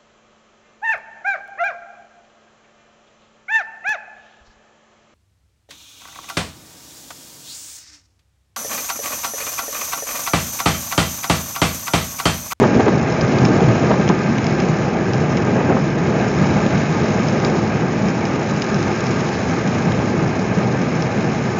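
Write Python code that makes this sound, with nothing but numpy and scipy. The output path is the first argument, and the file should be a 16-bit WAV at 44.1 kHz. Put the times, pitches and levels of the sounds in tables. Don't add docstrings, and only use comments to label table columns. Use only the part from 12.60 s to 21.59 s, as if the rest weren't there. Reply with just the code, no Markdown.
import sys
import numpy as np
from scipy import signal
from scipy.io import wavfile
from scipy.ndimage import uniform_filter1d

SR = 44100
rng = np.random.default_rng(int(sys.argv[2]) if len(sys.argv) > 2 else 0)


def int16_out(signal):
    q = np.round(np.clip(np.atleast_2d(signal).T, -1, 1) * 32767)
    wavfile.write(sys.argv[1], SR, q.astype(np.int16))


def boost(x):
    u = np.asarray(x, float) / 20
    return 10 ** u


N = 396459

# pitch_hz, density_db (per Hz)
BOOM_SPECTRUM = [(15, -87), (25, -48), (43, -41), (51, -31.5), (83, -10.5), (139, 0.5), (210, -4.5),
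                 (269, -6), (309, -18.5), (330, -11), (430, -31.5), (730, -120)]
# pitch_hz, density_db (per Hz)
RUMBLE_SPECTRUM = [(160, -32), (270, -1.5), (311, -8), (355, -1), (594, -7.5), (638, -9), (689, -10.5),
                   (817, -8.5), (1000, -19.5), (1300, -26), (2200, -120)]
# pitch_hz, density_db (per Hz)
ROAR_SPECTRUM = [(530, -31), (900, -3.5), (1010, -3.5), (1230, -1.5), (1440, -5.5), (1590, -2),
                 (1900, -7.5), (2180, -5), (2510, -8.5), (2680, -12), (3300, -21.5), (4290, -36.5),
                 (7260, -120)]
# pitch_hz, density_db (per Hz)
GLASS_SPECTRUM = [(1710, -20), (2900, -6.5), (3490, -6), (3940, -1.5), (4520, -6), (4820, -3.5), (5220, -2),
                  (5700, -4.5), (6740, -1), (7170, -10.5), (7900, -38.5), (10300, -68.5), (17400, -120)]
# pitch_hz, density_db (per Hz)
KNOCK_SPECTRUM = [(400, -17), (700, -2), (1000, 5), (1500, -1), (2500, -14), (3600, -19.5), (5000, -27.5)]
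# pitch_hz, width_hz, lift_db
CABIN_RESONANCES = [(205, 20, 6.5), (350, 30, 3), (651, 25, 6), (810, 45, 2.5), (1232, 18, 7),
                    (1597, 50, 3), (1740, 30, 4.5), (2540, 70, 2.5), (5330, 130, 5)]
# pitch_hz, level_db, t60_s
PANE_RINGS = [(3200, -0.5, 0.015), (3960, -18, .015), (5200, -10, 0.016), (6010, -5, 0.011),
              (6750, -3, 0.007)]
# pitch_hz, level_db, t60_s
PANE_FLEXES = [(1730, -3, .012), (2340, 8, 0.01), (2820, -0.5, 0.02)]
# time_s, shaking_db
ROAD_SHAKING = [(0.0, -14), (0.5, -17.5), (0.82, -14), (1.2, -14.5), (1.73, -19), (2.07, -16.5),
                (2.23, -18.5), (2.95, -17), (3.08, -16), (3.33, -18), (3.91, -15.5), (4.11, -18),
                (4.38, -17.5), (4.83, -16), (5.08, -18), (7.06, -19.5), (7.29, -17.5), (8.99, -20)]
# time_s, rain_db
RAINFALL = [(0.0, -37), (0.37, -39.5), (0.82, -37), (1.25, -37.5), (1.55, -40), (2.07, -39), (2.35, -41),
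            (2.68, -40), (3.33, -41), (3.83, -37.5), (4.78, -38), (5.13, -40.5), (6.58, -37), (7.84, -40.5),
            (8.99, -40)]
# start_s, length_s, lift_db
SEAMS = [
    (0.016, 0.047, 5),
    (0.195, 0.014, 9.5),
    (0.257, 0.04, 6),
    (1.303, 0.013, 6),
    (1.494, 0.023, 2.5),
    (2.958, 0.062, 3.5),
    (3.085, 0.044, 4.5),
    (3.17, 0.027, 2),
]
# start_s, level_db, pitch_hz, length_s
BODY_THUDS = [(.016, -3, 418, 0.017), (.03, -9, 540, 0.014), (.057, -7.5, 253, .01),
              (.078, -11.5, 296, 0.015), (.163, 6, 195, 0.0053), (.194, -1.5, 244, 0.0094),
              (.266, -5, 422, 0.01), (.28, -6, 346, 0.012), (.841, -4, 164, 0.0099),
              (.89, -10.5, 322, 0.029), (1.016, -5, 203, 0.023), (1.073, -2, 129, 0.035),
              (1.49, -4, 195, 0.021), (1.5, -7, 357, 0.014), (2.967, -8.5, 280, 0.0099),
              (2.99, -13, 423, 0.016), (3.093, -8.5, 312, 0.029), (3.118, -13, 466, 0.011),
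              (3.147, -4.5, 238, 0.013), (3.168, -15.5, 404, 0.0081), (3.81, -4.5, 177, 0.017),
              (4.06, -5, 247, 0.01), (4.29, -8.5, 168, .03), (4.6, -9, 190, 0.023), (4.72, -9, 216, 0.022),
              (4.898, -14, 244, 0.049), (5.43, -8.5, 195, 0.029), (7.268, -6.5, 199, 0.02),
              (7.469, -11.5, 201, 0.02), (7.969, -7, 191, 0.021)]
# start_s, level_db, pitch_hz, snap_db (relative to the ring)
ROOF_KNOCKS = [(0.037, -5.5, 890, -28), (0.204, -6, 734, -17), (0.265, -11.5, 750, -20),
               (0.28, -5.5, 893, -19), (1.087, -8.5, 812, -15), (1.314, -4.5, 934, -21),
               (1.339, -12, 902, -15), (1.498, -7.5, 990, -31), (1.502, -14, 772, -25.5),
               (3.096, -14, 910, -25), (3.121, -22, 775, -21), (3.168, -9, 807, -38),
               (3.806, -18, 850, -32)]
# start_s, level_db, pitch_hz (strongest ring), flex_db (relative)
FAT_DROPS = [(0.5242, -21, 5200, -6), (0.611, -16.5, 5050, -13), (0.7856, -19, 4710, -9),
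             (0.852, -15.5, 5300, -2), (1.0061, -24, 3360, -7), (1.477, -21, 3000, -3),
             (1.49, -12.5, 5130, -7), (1.7833, -23, 3950, 4), (1.8427, -19, 5230, -5),
             (1.8673, -15.5, 4970, -7), (2.0018, -18, 5070, -6), (2.5346, -17.5, 5270, -8),
             (2.7711, -20, 5150, -5), (3.8701, -25, 3900, -10), (4.0637, -20.5, 3800, -4),
             (4.6853, -17, 5150, -17), (4.8484, -13.5, 4880, -9), (4.8998, -22, 5030, -8),
             (5.4849, -22, 5250, -9), (5.6535, -18.5, 5130, -3), (6.021, -12.5, 4930, -6),
             (6.144, -20, 5300, -3), (6.2282, -22, 5000, -8), (6.406, -21, 6800, -7),
             (6.4677, -21, 5260, -3), (6.9107, -27, 5810, -7), (7.0763, -22, 6770, -7),
             (7.3198, -23, 3860, -5), (7.7927, -24, 5400, -12), (8.4232, -16.5, 5400, -6)]

ROAD_USUAL_DB, RAIN_USUAL_DB = -18, -39
BOOM_DB, BOOM_FOLLOWS = -19.5, 0.97
RUMBLE_DB, RUMBLE_FOLLOWS = -22.5, 1.06
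ROAR_DB, ROAR_FOLLOWS, ROAR_WET = -29, 0.37, 0.37
PATTER_DB, PATTER_FOLLOWS = -39.5, 1.1
LUMPS_DB, LUMP_S, ROAR_LUMPY = 0.8, 0.025, 0.5
JOLT_EDGE_S = 0.0043
JOLT_REACH = 0.38
MIDDLING_COUNT, HEAVIER = 120, 2.5
MIDDLING_DB, MIDDLING_SPREAD_DB = -25.5, 6
FLEX_DB, FLEX_SPREAD_DB = -1, 5.5
MIRROR_HZ = 16000
OVERLOAD = 0.71


def evened(x):
    return x / np.sqrt(np.mean(x ** 2) + 1e-20)


def read(points, hz):
    f, value = np.transpose(points)
    return np.interp(np.log(hz + 1), np.log(f + 1), value, left=-90, right=-90)


def along(rows):
    s, value = np.transpose(rows)
    return np.interp(np.arange(N) / SR, s, value)


def shaking_db():
    return along(ROAD_SHAKING) - ROAD_USUAL_DB


def heaviness_db():
    return along(RAINFALL) - RAIN_USUAL_DB


def lift_db(hz):
    return sum(db / (1 + (2 * (hz - f) / width) ** 2) for f, width, db in CABIN_RESONANCES)


def noise(points, size, patchy_db, flicker_db):
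    frames, hz = 4 * N // size + 5, np.fft.rfftfreq(size, 1 / SR)
    real, imaginary, patches = rng.standard_normal((frames, len(hz), 3)).T
    patches = uniform_filter1d(patches, size=10, axis=0)
    patches = evened(uniform_filter1d(patches, size=8, axis=1))
    flicker = evened(uniform_filter1d(rng.standard_normal(frames), size=3))
    tone_db = (read(points, hz) + lift_db(hz))[:, None]
    field_db = tone_db + patchy_db * patches + flicker_db * flicker
    spectra = (real + 1j * imaginary) * boost(field_db)
    return evened(signal.istft(spectra, nperseg=size, noverlap=3 * size // 4)[1][:N])


def colour(points, size=4096):
    hz = abs(np.fft.fftfreq(size, 1 / SR))
    log_gain = np.log(boost(read(points, hz) + lift_db(hz)))
    smooth = uniform_filter1d(log_gain, size=3, mode="wrap")
    return np.fft.ifft(np.exp(smooth - 1j * signal.hilbert(smooth).imag)).real[:size // 2]


def add(mix, s, sound):
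    part = mix[max(round(s * SR), 0):][:len(sound)]
    part += sound[:len(part)]


def lumps_db():
    swing = rng.standard_normal(N)
    for _ in range(2):
        swing = evened(uniform_filter1d(swing, size=round(LUMP_S * SR)))
    return LUMPS_DB * swing


def jolts_db():
    t = np.arange(N) / SR
    lift = np.zeros(N)
    for s, length, db in SEAMS:
        to_edge = np.minimum(t - s, s + length - t)
        lift += db * np.clip(to_edge / JOLT_EDGE_S + 0.5, 0, 1)
    return lift


def boom():
    shaking = shaking_db()
    low = noise(BOOM_SPECTRUM, size=2048, patchy_db=0.37, flicker_db=0.2)
    upper = noise(RUMBLE_SPECTRUM, size=1024, patchy_db=0.5, flicker_db=0.3)
    rumble_db = RUMBLE_DB + RUMBLE_FOLLOWS * shaking + jolts_db()
    return boost(BOOM_DB + BOOM_FOLLOWS * shaking) * low + boost(rumble_db) * upper


def tyres():
    level_db = ROAR_DB + ROAR_FOLLOWS * shaking_db() + ROAR_WET * heaviness_db()
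    return boost(level_db) * noise(ROAR_SPECTRUM, size=2048, patchy_db=0.6, flicker_db=0.47)


def patter(per_s=2500, spread_db=3.2, hiss_db=1.0, knock_db=-0.5, splat_s=0.0099):
    gust = boost(1.2 * evened(uniform_filter1d(rng.standard_normal(N), size=700)))
    strength = boost(spread_db * np.minimum(rng.exponential(1, N), 5))
    hits = strength * (rng.random(N) < gust * per_s / SR)
    splats = signal.lfilter([1], [1, -boost(-60 / splat_s / SR)], hits) * rng.standard_normal(N)
    ticks = evened(signal.oaconvolve(splats, colour(GLASS_SPECTRUM))[:N])
    drumming = evened(signal.oaconvolve(splats, colour(ROAR_SPECTRUM))[:N])
    hiss = noise(GLASS_SPECTRUM, size=512, patchy_db=1.0, flicker_db=1.7)
    rain = evened(ticks + boost(hiss_db) * hiss) + boost(knock_db) * drumming
    return boost(PATTER_DB + PATTER_FOLLOWS * heaviness_db()) * rain


def thuds():
    out = np.zeros(N)
    for (s, db, hz, length), phase in zip(BODY_THUDS, rng.random((len(BODY_THUDS), 2))):
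        t = np.arange(0, 3 * length, 1 / SR)
        swing = np.sin(2 * np.pi * (hz * t * (1 - 1.7 * t) + phase[0]))
        swing = swing + 0.24 * np.sin(2 * np.pi * (2.3 * hz * t + phase[1]))
        envelope = (1 - np.exp(-t / 0.0011)) * np.exp(-(t / length) ** 4)
        add(out, s, boost(db - 4.0) * swing * envelope)
    return signal.sosfilt(signal.butter(2, 70, "high", fs=SR, output="sos"), out)


def knocks():
    out, t = np.zeros(N), np.arange(1800) / SR
    body = colour(KNOCK_SPECTRUM)
    rattle = rng.standard_normal((len(ROOF_KNOCKS), len(t)))
    attack = 1 - np.exp(-t / 0.00099)
    for (s, db, hz, snap_db), puff in zip(ROOF_KNOCKS, rattle):
        ring = boost(-60 * t / 0.017) * np.sin(2 * np.pi * hz * t)
        snap = boost(snap_db + 6.0 - 60 * t / 0.0058) * np.sin(2 * np.pi * 3400 * t)
        shake = boost(-6.5 - 60 * t / 0.038) * evened(np.convolve(puff, body)[:len(t)])
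        add(out, s, boost(db + 0.5) * (ring + snap + shake) * attack)
    return out


def middling():
    when, size, across, up, detune, give = rng.random((MIDDLING_COUNT, 6)).T
    fallen = np.cumsum(boost(HEAVIER * heaviness_db()))
    share = (np.arange(MIDDLING_COUNT) + when) / MIDDLING_COUNT
    s = np.interp(share, fallen / fallen[-1], np.arange(N) / SR)
    mode = ((across + up) / 2 * len(PANE_RINGS)).astype(int)
    hz = np.transpose(PANE_RINGS)[0][mode] * (1 + 0.055 * (detune - 0.5))
    level_db = MIDDLING_DB - MIDDLING_SPREAD_DB * size
    flex_db = FLEX_DB + FLEX_SPREAD_DB * (give - 0.5)
    return list(zip(s, level_db, hz, flex_db))


def drops(reach_hz=1600, rise_s=0.00026, splash_db=-9, smack_db=2.0):
    out, t = np.zeros(N), np.arange(1300) / SR
    modes, rows = PANE_RINGS + PANE_FLEXES, FAT_DROPS + middling()
    count = len(PANE_RINGS)
    chance = rng.random((len(rows), len(modes), 2))
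    spray = rng.standard_normal((len(rows), len(t)))
    glass, start = colour(GLASS_SPECTRUM), 1 - np.exp(-t / rise_s)
    smack = glass[:len(t)] / abs(glass).max()
    for (s, db, hz, flex_db), draw, puff in zip(rows, chance, spray):
        rings = []
        for (f, mode_db, t60), (detune, phase) in zip(modes, draw):
            turns = f * (1 + 0.023 * (detune - 0.5)) * t + phase
            rings.append(boost(mode_db - 60 * t / t60) * np.sin(2 * np.pi * turns))
        near = [boost(-4 * ((f - hz) / reach_hz) ** 2) for f, _, _ in PANE_RINGS]
        own_ring = 1.4 * boost(-60 * t / 0.011) * np.sin(2 * np.pi * hz * t)
        splash = evened(np.convolve(puff, glass)[:len(t)]) * boost(splash_db - 60 * t / 0.035)
        tick = start * (own_ring + np.dot(near, rings[:count]) + splash)
        tick = tick + boost(smack_db) * smack
        flex = start * sum(rings[count:])
        drop = tick / abs(tick).max() + boost(flex_db) * flex / abs(flex).max()
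        add(out, s, boost(db + 0.44) * drop)
    return out


def scene():
    edge = signal.firwin(61, 7300, window=("kaiser", 6), fs=SR)
    smacks = drops()
    dulled = signal.oaconvolve(0.72 * smacks + knocks() + thuds(), edge, "same")
    hits = dulled + 0.28 * smacks
    body, tread, rain, uneven_db = boom(), tyres(), patter(), lumps_db()
    tread_db = ROAR_LUMPY * uneven_db + JOLT_REACH * jolts_db()
    return (boost(uneven_db) * body + boost(tread_db) * tread + rain + hits)[None]


def roll_off(x):
    return signal.sosfilt(signal.butter(12, 15830, fs=SR, output="sos"), x)


def record(dry):
    mirror = 2 * dry * np.cos(2 * np.pi * MIRROR_HZ * np.arange(N) / SR)
    leak = signal.firwin(301, [7950, 9000], pass_zero=False, window=("kaiser", 9), fs=SR)
    heard = dry + boost(-28) * signal.oaconvolve(mirror, leak[None], "same")
    ceiling = signal.firwin(401, 9250, window=("kaiser", 11), fs=SR)
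    heard = signal.oaconvolve(heard, ceiling[None], "same")
    bent = heard / (1 + (heard / OVERLOAD) ** 36) ** (1 / 36)
    return roll_off(bent)


dry = scene()
out = record(dry)
int16_out(out)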